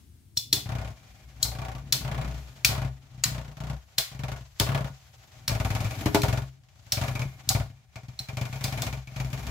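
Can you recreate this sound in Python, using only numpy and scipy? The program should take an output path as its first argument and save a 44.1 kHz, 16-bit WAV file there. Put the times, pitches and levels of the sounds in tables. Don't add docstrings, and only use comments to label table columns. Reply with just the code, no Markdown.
import sys
import numpy as np
from scipy import signal
from scipy.fft import rfft, irfft, next_fast_len
from scipy.io import wavfile
from scipy.ndimage import uniform_filter1d

SR = 44100
rng = np.random.default_rng(int(sys.argv[2]) if len(sys.argv) > 2 else 0)


def unload_wav(signal):
    wavfile.write(
        sys.argv[1],
        SR,
        np.round(np.clip(np.atleast_2d(signal).T, -1, 1) * 32767).astype(np.int16),
    )


def undo_db(level):
    steps = np.asarray(level, float) / 20
    return 10 ** steps


N = 418950
T = np.arange(N) / SR
SIZE = next_fast_len(N + 8192)
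HZ = np.fft.rfftfreq(SIZE, 1 / SR)

# (time [s], blow [dB], contact time [s], left over right [dB], plastic body sound [dB])
CLACKS = [(0.372, -19.5, 0.01, 2.5, -15), (0.5286, -9.5, 0.0058, 2, -2.5), (1.429, -12, 0.0045, 4, -41),
          (1.9247, -7.5, 0.0038, 2, 1), (2.6478, -5, 0.0053, 1, 5.5), (3.238, -11, 0.005, 2, 11),
          (3.9831, -10, 0.0049, 1.5, 6.5), (4.5993, -9, 0.0027, 2, 6.5), (5.4791, -15.5, 0.0053, 1, 12.5),
          (6.146, -16.5, 0.0043, 1, 6), (6.219, -19.5, 0.002, 1, -4), (6.9215, -13, 0.006, 0, 3),
          (7.4906, -3.5, 0.0014, 2, -17), (8.1917, -28, 0.0045, 0.5, 8), (8.6407, -18.5, 0.0058, -0.5, -5),
          (8.821, -17.5, 0.0018, 1, 0)]
# (time [s], load on the floor [dB], grit under the tips [dB])
SLIDE = [(0.0, -104, -67), (0.45, -43.5, -88), (0.69, -34.5, -63.5), (1.11, -52, -59.5), (2.19, -28, -62),
         (2.42, -43.5, -55), (3.03, -47.5, -63.5), (4.84, -72, -58.5), (5.48, -43, -59), (5.66, -28, -49.5),
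         (6.27, -26.5, -47.5), (6.48, -60.5, -59), (6.62, -66.5, -71), (6.85, -69, -60.5),
         (7.06, -31.5, -49.5), (7.86, -60, -69), (8.4, -62, -54), (8.85, -23.5, -48.5), (9.04, -63, -60.5),
         (9.2, -43, -54), (9.5, -27, -51)]
# (time [s], pitch of the broad floor tone [Hz], lean to the stiff side [dB])
PLACE = [(0, 109, -18), (.7, 116, 8), (1.2, 113, 23), (1.6, 115.6, 11), (2.2, 141, 6.5), (2.6, 113.8, 2),
         (3.6, 143, -15), (4.2, 135.6, 13), (4.6, 107.6, -37), (4.8, 142, -11), (5.3, 125, 12),
         (5.7, 106.3, 12.5), (6.4, 119, 10.5), (7.0, 108.5, 11.5), (7.3, 133.5, 31), (7.62, 106.3, 15),
         (8.1, 123.3, 30.5), (9.5, 129.6, 21)]


def evened(x):
    return x / np.sqrt(np.mean(x ** 2) + 1e-20)


def read(points, hz):
    f, value = np.transpose(points)
    return np.interp(np.log(hz + 1), np.log(f + 1), value)


def curve(table, column):
    rows = np.array(table, float)
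    return np.interp(T, rows[:, 0], rows[:, column])


def colour(x, gain):
    return irfft(rfft(x, SIZE) * gain, SIZE)[..., :N]


def add(mix, s, sound):
    part = mix[..., round(s * SR):][..., :sound.shape[-1]]
    part += sound[..., :part.shape[-1]]


def ring(modes, seconds, extra_db=0., phase=0.):
    t = np.arange(round(seconds * SR))[:, None] / SR
    hz, db, t60 = np.transpose(modes)
    loudness = undo_db(db + extra_db - 60 * t / t60)
    return (loudness * np.sin(2 * np.pi * hz * t + phase)).sum(1)


def peaks(modes):
    gain = 0
    for k, (f, width, db) in enumerate(modes):
        gain = gain + (-1) ** k * undo_db(db) / (1 + 2j * (HZ - f) / width)
    return gain / np.sqrt(np.mean(abs(gain) ** 2))


def chance():
    # (frequency [Hz], likeness [0-1])
    likeness = [(60, 1), (300, 0.5), (550, 0.61), (1600, 0.11), (5000, 0.05), (15000, 0.2)]
    a, b = rng.standard_normal((2, len(HZ), 2)) @ [1, 1j]
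    same = np.clip(read(likeness, HZ), 0, 1)
    return np.array([a, same * a + np.sqrt(1 - same ** 2) * b])


def shaped(noise, points):
    return evened(irfft(noise * undo_db(read(points, HZ)), SIZE)[:, :N])


def levelled(x, tone, window):
    z = rfft(x)
    lumps = np.sqrt(uniform_filter1d(abs(z / tone) ** 2, size=40, axis=1))
    y = irfft(z / lumps) * window
    return y * np.linalg.norm(x) / np.linalg.norm(y)


def train(times, levels_db, shape):
    clicks = np.zeros(N)
    np.add.at(clicks, (times * SR).astype(int), undo_db(levels_db))
    return signal.oaconvolve(clicks, shape)[:N]


def clacks():
    # (frequency [Hz], level [dB])
    crack_tone = [(290, -49), (500, -26.5), (1410, -18), (4170, -1), (4690, -0.5), (5430, -1.5), (7710, -7),
                  (8540, -13), (14700, -7.5), (16800, -16)]
    # (time [s], pitch [Hz], level [dB], other pitch [Hz], level [dB])
    favoured = [(0.3716, 4180, -24, 5460, -18.5), (0.5292, 4200, -16, 5460, -21),
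                (1.4284, 4180, -20, 7000, -23), (1.9235, 4200, -21, 5460, -20.5),
                (2.6469, 2490, -11.5, 5460, -21), (3.2385, 4200, -20, 7100, -20.5),
                (3.9818, 3330, -24, 4200, -16), (4.5984, 3330, -29.5, 7000, -27),
                (5.4779, 4200, -23.5, 5460, -20.5), (6.1454, 3400, -33, 5700, -26),
                (6.2183, 2460, -30, 4200, -28), (6.9227, 4200, -24, 5500, -16.5),
                (7.4909, 4200, -29, 7000, -23), (8.1898, 4200, -29, 5460, -32),
                (8.6408, 2830, -29, 7000, -44), (8.8204, 3450, -34, 7000, -32)]
    lead_ins_db = [-18.5, -32, -21, -44, -45.5, -31, -30.5, -26, -49, -32, -33, -43, -37.5, -41, -16.5, -20]
    # (frequency [Hz], level [dB], time to fall 60 dB [s])
    rim_groups = [
        [(2330, -7, .035), (2465, -5, .045), (2680, -7, .035)],
        [(3170, -6, .06), (3490, 1, .08)],
        [(4110, -1, .07), (4250, -4, .04)],
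        [(5320, -6, .05), (5490, -3, .07), (5590, -2, .07)],
        [(6550, -3, .09), (6995, -4, .08), (7700, -3, .06)],
    ]
    out, rings, t = np.zeros((2, N)), np.zeros((2, N)), np.arange(8192) / SR
    hz, lead = np.fft.rfftfreq(len(t), 1 / SR), np.arange(-1000, 0) / SR
    fade = (1 - np.exp(-t / 0.00074)) * np.cos(np.pi / 2 * t / t[-1])
    fade = fade * (.07 + .93 * np.exp(-t / .018))
    for blow, pitches, lead_in_db in zip(CLACKS, favoured, lead_ins_db):
        s, db, contact_s, pan_db, body_db = blow
        _, hz_a, db_a, hz_b, db_b = pitches
        side = undo_db(np.array([[pan_db - 1.5], [1.5 - pan_db]]) / 2)
        tone = undo_db(read(crack_tone, hz) + body_db / (1 + (hz / 2300) ** 6))
        shape = (1 - np.exp(-t / .001)) ** 2 * np.exp(-t / max(contact_s, .001))
        crack = evened(irfft(rfft(rng.standard_normal((2, len(t)))) * tone))
        crack[1] = 0.42 * crack[0] + crack[1]
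        burst = levelled(crack * shape / shape.max(), tone, shape ** 0.14)
        add(out, s - .001, side * undo_db(db - 5.5) * burst)
        add(out, s + lead[0], side * undo_db(db + lead_in_db) * crack[:, -len(lead):] * np.exp(lead / 0.004))
        spin_hz = 56 * (1 - 0.014 * s)
        for modes in rim_groups:
            octaves_off = abs(np.log2(np.mean(modes, axis=0)[0] / np.array([hz_a, hz_b])))
            group_db = max(np.array([db_a, db_b]) - 60 * octaves_off) + 5.5
            phases = rng.random(len(modes)) + np.array([[0], [.15]])
            rim = np.array([ring(modes, len(t) / SR, group_db, 2 * np.pi * p) for p in phases])
            turning = 1 + .8 * np.sin(2 * np.pi * (spin_hz * t + rng.random()))
            add(rings, s - .001, side * rim * turning * fade)
    return out, rings


def notes():
    # (time [s], level [dB])
    taps = [(5.5503, -38), (5.5997, -39), (5.6476, -41), (5.7059, -38), (5.7508, -38), (5.7977, -40),
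            (5.8471, -33.5), (5.9095, -37), (5.9409, -41), (6.9721, -34), (7.0364, -40), (7.0798, -37),
            (7.1546, -31.5), (7.219, -31.5), (7.5487, -34.5), (7.9578, -40.5), (8.2866, -42.5),
            (8.3704, -36), (8.4148, -41), (8.5285, -40.5), (8.5584, -43), (8.6444, -33), (8.6794, -43),
            (8.7256, -44), (8.773, -54), (8.8593, -54), (8.9306, -40.5), (9.0743, -42), (9.1596, -39.5),
            (9.1995, -38), (9.3317, -43), (9.4699, -57)]
    # (frequency [Hz], level [dB], time to fall 60 dB [s])
    stiff = [(2270, -3.5, 0.11), (2341, 2, 0.068), (2516, -3, 0.095)]
    # (time [s], frequency [Hz], level [dB], time to fall 60 dB [s])
    rim_notes = [(.372, 3495, -33, 0.36), (.372, 3520, -27, .05), (0.373, 4170, -32, 0.14),
                 (.372, 5529, -34, 0.15), (.372, 6580, -34, .1), (.529, 3485, -25, 0.3),
                 (.529, 3900, -39, .12), (.529, 5470, -36, .11), (1.427, 4177, -33, 0.18),
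                 (2.647, 5500, -28, .2), (1.924, 3485, -29, .18), (3.982, 3485, -30, .25),
                 (6.922, 3510, -33, .18), (1.427, 8000, -27, .04), (.529, 7000, -25, .05),
                 (6.219, 4300, -27, .03), (7.49, 4740, -24, .03), (1.924, 6590, -30, .06),
                 (2.647, 3630, -25, .04), (2.647, 4740, -22, .035), (2.647, 6400, -23, .04),
                 (3.238, 4760, -21, .04), (3.238, 7400, -24, .04), (3.982, 5490, -26, .06),
                 (4.599, 3200, -19, .025), (7.49, 5770, -23, .04), (7.49, 6300, -23, .04),
                 (8.19, 3430, -40, .035), (8.19, 5200, -37, .035), (8.64, 4830, -27, .04),
                 (8.191, 4237, -40, 0.12), (1.427, 3200, -36, .1), (3.238, 2840, -28, .03),
                 (8.641, 3565, -38, .3), (8.821, 3565, -37, 0.17)]
    out, t, beat_hz = np.zeros((2, N)), np.arange(SR // 4) / SR, 22
    chirp_rise = 1 - np.exp(-t[:SR // 10] / 0.00077)
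    for s, db in taps:
        p = 2 * np.pi * rng.random((2, len(stiff)))
        chirp = np.array([ring(stiff, .1, db, q) for q in (p[0], p[0] + 0.21 * p[1])])
        add(out, s, chirp * chirp_rise)
    for s, *mode in rim_notes:
        beat = 1 + .5 * np.cos(2 * np.pi * (beat_hz * t + rng.random()))
        note = ring([mode], .25) * beat * np.cos(2 * np.pi * t)
        add(out, s, note * np.ones((2, 1)))
    return out


def knocks():
    # (time [s], blow [dB], brightness [dB per octave])
    blows = [
        (0.529, -24, -6),
        (4.601, -20.5, -2.5),
        (6.015, -27.5, -22),
        (6.06, -13.5, -10),
        (6.147, -4, 2),
    ]
    # (frequency [Hz], level [dB], time to fall 60 dB [s])
    wall = [(225, -5, 0.046), (304, 3.5, 0.1), (408, -3, 0.21), (514, -10.5, 0.083), (567, -10.5, .08),
            (672, -5, 0.1), (875, -5.5, 0.13), (973, -10, 0.18), (1120, -9, 0.029), (1450, -19, .05)]
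    octaves = np.log2(np.array(wall)[:, 0] / wall[2][0])
    out = np.zeros(N)
    for s, db, tilt_db in blows:
        spot_db = 1.5 * rng.standard_normal(len(wall))
        body = ring(wall, 0.31, spot_db + tilt_db * octaves)
        body = np.convolve(body, signal.windows.hann(round(.0008 * SR)))
        add(out, s, undo_db(db + 2) * body / abs(body).max())
    return out


def landings():
    # (first hop [s], last hop [s], hops [count], thud [dB], scratch over thud [dB])
    runs = [
        (0.534, 0.601, 3, -29.5, -5),
        (1.84, 1.909, 3, -42, -11),
        (3.113, 3.209, 4, -33, -16.5),
        (6.756, 6.899, 5, -43, -9.5),
        (7.984, 8.132, 4, -33.5, -14.5),
    ]
    # (time [s], thud [dB], scratch over thud [dB])
    stumbles = [(0.369, -34.5, -13), (1.362, -43, -22), (1.4, -41, -17), (1.431, -33.5, -8),
                (1.934, -37, 6), (2.213, -28.5, -2.5), (2.649, -26.5, -8.5), (2.69, -21, -6.5),
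                (2.718, -26.5, -3.5), (3.255, -26.5, -10), (3.98, -35, 4.5), (4.603, -17.5, -2),
                (4.689, -18.5, -7.5), (4.747, -19, -2.5), (5.181, -65, -7), (5.274, -63, -3.5),
                (5.318, -54.5, -9), (5.415, -61, -17), (5.48, -28.5, -7), (5.515, -20, -14),
                (5.908, -34.5, -1), (5.949, -35, -14), (6.009, -31.5, -2.5), (6.058, -20.5, -0.5),
                (6.147, -20.5, 6), (6.635, -60, -7), (6.686, -58, -6), (6.926, -28.5, -5.5),
                (7.155, -33, -11.5), (7.473, -31.5, -19), (7.957, -34.5, -4), (8.201, -33.5, -15),
                (8.286, -30.5, -4), (8.527, -30, -7.5), (8.557, -29.5, -12), (8.609, -30, -8),
                (8.927, -26, -8), (9.072, -37.5, -8), (9.33, -25, -8.5)]
    # (time [s], scratch
    # [dB], thud [dB])
    hop_list = [(0.657, -34, -33), (0.69, -26, -29.5), (0.719, -27.5, -29.5), (0.751, -27, -27.5),
                   (0.784, -29, -30), (0.814, -31, -31.5), (0.847, -32.5, -32.5), (0.875, -34.5, -41.5),
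                   (0.903, -44, -36), (1.448, -30, -34.5), (1.482, -38, -34.5), (1.516, -31, -38),
                   (1.55, -31, -34.5), (1.586, -28.5, -32.5), (1.617, -29, -32.5), (1.649, -29, -39),
                   (1.683, -30, -35), (1.716, -33, -41.5), (1.75, -33, -32), (1.782, -40.5, -43),
                   (2.008, -32, -36), (2.047, -25.5, -30), (2.077, -25, -41), (2.114, -23, -31.5),
                   (2.145, -26.5, -37), (2.178, -25, -32.5), (2.246, -29, -33.5), (2.277, -33.5, -36),
                   (2.31, -37, -38.5), (2.343, -38.5, -36.5), (2.377, -45, -40), (2.404, -63, -42),
                   (2.435, -78, -52.5), (4.115, -40.5, -42), (4.147, -39, -38), (4.192, -30.5, -32.5),
                   (4.235, -24.5, -28.5), (4.282, -26.5, -35.5), (4.317, -26, -30.5), (4.361, -35, -40),
                   (4.408, -46, -40), (4.632, -41, -33), (4.664, -20.5, -35.5), (4.718, -22, -26.5),
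                   (4.776, -23, -32), (4.807, -27.5, -26.5), (4.844, -27.5, -29), (4.873, -35.5, -42),
                   (4.901, -55, -37.5),
                   (2.749, -25, -34), (2.778, -24.5, -27), (2.817, -25, -27), (2.847, -30.5, -25.5),
                   (2.876, -43, -39.5), (2.909, -65, -44), (3.281, -35, -30), (3.315, -36, -30),
                   (3.347, -28.5, -34), (3.38, -29.5, -31.5), (3.413, -39, -36.5), (3.447, -39, -40),
                   (3.48, -40, -39), (3.514, -43, -41.5), (3.569, -35.5, -41), (3.603, -29.5, -32.5),
                   (3.636, -31.5, -32.5), (3.669, -32.5, -34.5), (3.698, -28.5, -29), (3.731, -38, -33.5),
                   (3.765, -46, -44),
                   (5.495, -22, -28), (5.55, -23.5, -26), (5.6, -20.5, -22), (5.648, -20.5, -22.5),
                (5.703, -23, -23.5), (5.75, -22.5, -23.5), (5.804, -25.5, -23.5), (5.845, -29, -24),
                (6.233, -14, -18.5), (6.282, -19, -21), (6.327, -20.5, -22.5), (6.374, -23, -24.5),
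                (6.419, -34.5, -32.5), (6.971, -23.5, -26), (7.013, -20, -22), (7.037, -25.5, -25.5),
                (7.08, -25, -28), (7.111, -35.5, -30.5), (7.152, -26.5, -26), (7.193, -26, -28),
                (7.217, -28.5, -29.5), (7.253, -49.5, -28.5), (7.29, -65.5, -56), (7.502, -21, -27),
                (7.548, -18, -19.5), (7.599, -25, -23.5), (7.627, -47, -45), (7.658, -45, -41), (7.7, -52, -40),
                (8.33, -47.5, -33.5), (8.37, -24.5, -30), (8.412, -25.5, -24.5), (8.453, -30, -33),
                (8.495, -65, -35), (8.642, -25.5, -26.5), (8.679, -31, -30.5), (8.724, -26.5, -29),
                (8.775, -27.5, -28.5), (8.821, -25.5, -47), (8.866, -24.5, -27), (8.972, -42, -33.5),
                (9.119, -55, -39.5), (9.162, -30.5, -31.5), (9.2, -26, -27.5), (9.246, -34.5, -31),
                (9.27, -49.5, -43), (9.302, -41, -37), (9.376, -37.5, -51), (9.393, -36.5, -36),
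                (9.428, -37.5, -53), (9.468, -29, -31.5)]
    count, swell_s, struck_s = 16, .055, .06
    start, last, hops, thud_db, over_db = np.transpose(runs)[:, :, None]
    time_luck, thud_luck, over_luck = rng.standard_normal((3, len(runs), count))
    turn = (last - start) / (np.round(hops) - 1)
    since, length = np.arange(count) * turn, last - start + turn / 2
    after = start - np.array(CLACKS)[:, 0]
    struck = abs(after - struck_s / 2) < struck_s / 2 + turn / 4
    free = ~struck.any(axis=1, keepdims=True)
    swell = np.exp(-since / swell_s)
    dying = (since / length) ** 3
    thud_db = thud_db - 11 * free * swell
    rows = np.array([start + since + .0008 * time_luck,
                     thud_db - 12.5 * dying + 2.2 * thud_luck,
                     over_db - 3.5 * swell - 16.5 * dying + 2.5 * over_luck])
    s, scratch_db, heavy_db = np.transpose(hop_list)
    scratch_db, heavy_db = scratch_db - 5.5, heavy_db + 4
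    listed = [s, heavy_db, scratch_db - heavy_db]
    in_run = (since < length) & (rows[0] < T[-1])
    return np.hstack([rows[:, in_run], np.transpose(stumbles), listed])


def thuds(landed):
    # (frequency [Hz], level [dB], time to fall 60 dB [s])
    floor = [(64.7, 1.5, 0.29), (131.4, -7.5, 0.44), (184.3, -10, 0.12), (240, -9, 0.092),
             (294, -23.5, 0.026)]
    # (time [s], level [dB])
    deep_answer = [(0, 2), (.5, -14), (1.2, 19.5), (1.6, 2), (2.3, 8.5), (2.65, 4.5), (3, -6.5),
                   (4.1, -0.5), (4.8, -11), (5.6, -6.5), (6.2, -10.5), (7.5, -11.5), (8.3, -17), (9.5, -1)]
    push = signal.windows.hann(round(.0033 * SR))
    hops = undo_db(-6.5) * train(landed[0], landed[1] + 4, push / push.sum())
    drive = hops + undo_db(curve(SLIDE, 1) - 36) * rng.standard_normal(N)
    body = signal.oaconvolve(drive, ring(floor[1:], .4))[:N]
    deep_db = -7 + 1.31 * T - 0.1 * curve(PLACE, 2) + curve(deep_answer, 1)
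    deep = signal.oaconvolve(drive * undo_db(deep_db), ring(floor[:1], .5))[:N]
    turn = np.exp(2j * np.pi * np.cumsum(curve(PLACE, 1)) / SR)
    width_hz = 18.1
    main = (turn * signal.lfilter([1], [1, -np.exp(-np.pi * width_hz / SR)], drive / turn)).imag
    return body + deep + undo_db(6) * main


def scratches(landed):
    # (frequency [Hz], level [dB])
    scrape_tone = [(350, -28.5), (550, -24), (1000, -11), (2000, -9), (3500, -16.5), (7000, -33)]
    fizz_tone = [(2000, -7), (3000, -1), (6500, 1), (7700, -3.5), (8500, -28), (11000, -48.5)]
    air_tone = [(6500, -24.5), (8300, -4.5), (12000, 8.5), (15500, 3.5), (16300, -8)]
    # (frequency [Hz], width [Hz], level [dB])
    bowl = [(410, 30, -2), (507, 320, -7), (668.4, 89, 1.5), (918, 53, -3.5), (1108, 160, -6.5),
            (1453, 29, -5), (1703, 16, -7.5), (1880, 34, -21)]
    # (frequency [Hz], width [Hz], level [dB])
    low_patch, stiff_patch = [
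        [(759, 30, 0)],
        [(2156, 13, -0.5), (2376, 30, -1), (2440, 18, -7.5)],
    ]
    # (time [s], level [dB])
    sing = [
        (1.4, -18.5),
        (1.5, -3),
        (1.78, 5.5),
        (1.84, -22),
        (1.93, -11.5),
        (2.0, -22),
    ]
    # (frequency [Hz], width [Hz], level [dB])
    middle = [(760, 27, -6.5), (1156, 34, -5)]
    t, noise = np.arange(SR // 5) / SR, chance()
    times, thud_db, over_db = landed
    scratch_db, lean_db = thud_db + over_db, curve(PLACE, 2)
    load_db, grit_db = curve(SLIDE, 1) + 55, curve(SLIDE, 2) + 55
    rise = 1 - np.exp(-t / .00042)
    burst = train(times, scratch_db - 1.5, rise * undo_db(-60 * t / .095))
    tick = train(times, scratch_db - 1.5, rise * undo_db(-60 * t / .0033))
    slow = uniform_filter1d(uniform_filter1d(rng.standard_normal(N), 900), 900)
    wander = undo_db(2.5 * evened(slow))
    scrape = undo_db(-57 + 0.22 * load_db + 0.79 * grit_db) * wander
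    jump = (burst + 2 * tick) / (uniform_filter1d(burst, SR // 4) + scrape)
    rub, grit = scrape + burst, evened(irfft(chance(), SIZE)[:, :N])
    heave_shape = (1 - np.exp(-t / 0.019)) * undo_db(-60 * t / .1)
    heave = undo_db(-7) * scrape + train(times, scratch_db + 5.5, heave_shape)
    out = undo_db(-2.5) * (0.77 * rub + 0.29 * tick) * shaped(noise, scrape_tone)
    out += colour(heave * grit, peaks(bowl))
    out += colour(undo_db(0.055 * lean_db - 9.5) * rub * grit, peaks(low_patch))
    out += colour(undo_db(0.38 * lean_db - 17) * rub * grit, peaks(stiff_patch))
    out += colour(undo_db(curve(sing, 1) - 6) * rub * grit, peaks(middle))
    out += undo_db(curve(SLIDE, 2)) * (0.69 * wander + 1.2 * jump) * shaped(noise, fizz_tone)
    return out + undo_db(-66 + 1.5 * grit_db) * (1 + 0.97 * jump) * shaped(noise, air_tone)


def room(x):
    # (frequency [Hz], time to fall 60 dB [s])
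    decay = [(300, 0.6), (2000, 0.4), (5300, 0.28), (14000, 0.27)]
    taps = np.zeros((2, SR // 2))
    at = np.arange(round(.004 * SR), SR // 2 - 16, 16) + rng.integers(0, 16, (2, 1))
    at = at + rng.integers(-7, 1, at.shape)
    np.put_along_axis(taps, at, rng.choice([-1., 1.], at.shape), 1)
    hz, t, z = signal.stft(taps, SR, nperseg=256)
    tail = signal.istft(z * undo_db(-60 * t / read(decay, hz)[:, None]), SR, nperseg=256)[1]
    return signal.oaconvolve(x, tail / np.linalg.norm(tail[0]), axes=1)[:, :N]


def still_room():
    # (frequency [Hz], level [dB])
    hush = [(15, -50.5), (25, 11), (111, 11.5), (378, -30.5), (1150, -43.5), (2150, -34), (2980, -33.5),
            (3910, -31), (16500, -36.5)]
    # (frequency [Hz], level [dB])
    launch = [(40, -27), (65, 9), (120, -24), (230, -1), (400, -12), (520, -27)]
    noise = chance()
    return undo_db(-54) * shaped(noise, hush) + undo_db(-60 - 8.6 * T) * shaped(noise, launch)


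def scene():
    cracks, rings = clacks()
    edges, landed = knocks(), landings()
    echoes = undo_db(-2) * room(cracks + .35 * rings + 0.3 * edges)
    blows = cracks + rings + edges + notes()
    return blows + echoes + thuds(landed) + scratches(landed) + still_room()


def low_pass(x):
    return signal.sosfilt(signal.butter(12, 16820, fs=SR, output="sos"), x)


def record(dry):
    # (frequency [Hz], difference [dB])
    left_lean = [(40, 4.5), (150, 3.5), (500, 2), (3000, 2), (6500, 0), (9000, 13), (14000, 1.5)]
    # (frequency [Hz], level [dB])
    top_edge = [(15700, -2.5), (16000, -19), (16800, -24.5)]
    lean_db = read(left_lean, HZ) / 2
    bass_cut = signal.sosfilt(signal.butter(5, 56., "high", fs=SR, output="sos"), dry)
    mix = colour(bass_cut, undo_db(read(top_edge, HZ) + np.array([lean_db, -lean_db])))
    return low_pass(mix)


dry = scene()
out = record(dry)
unload_wav(out)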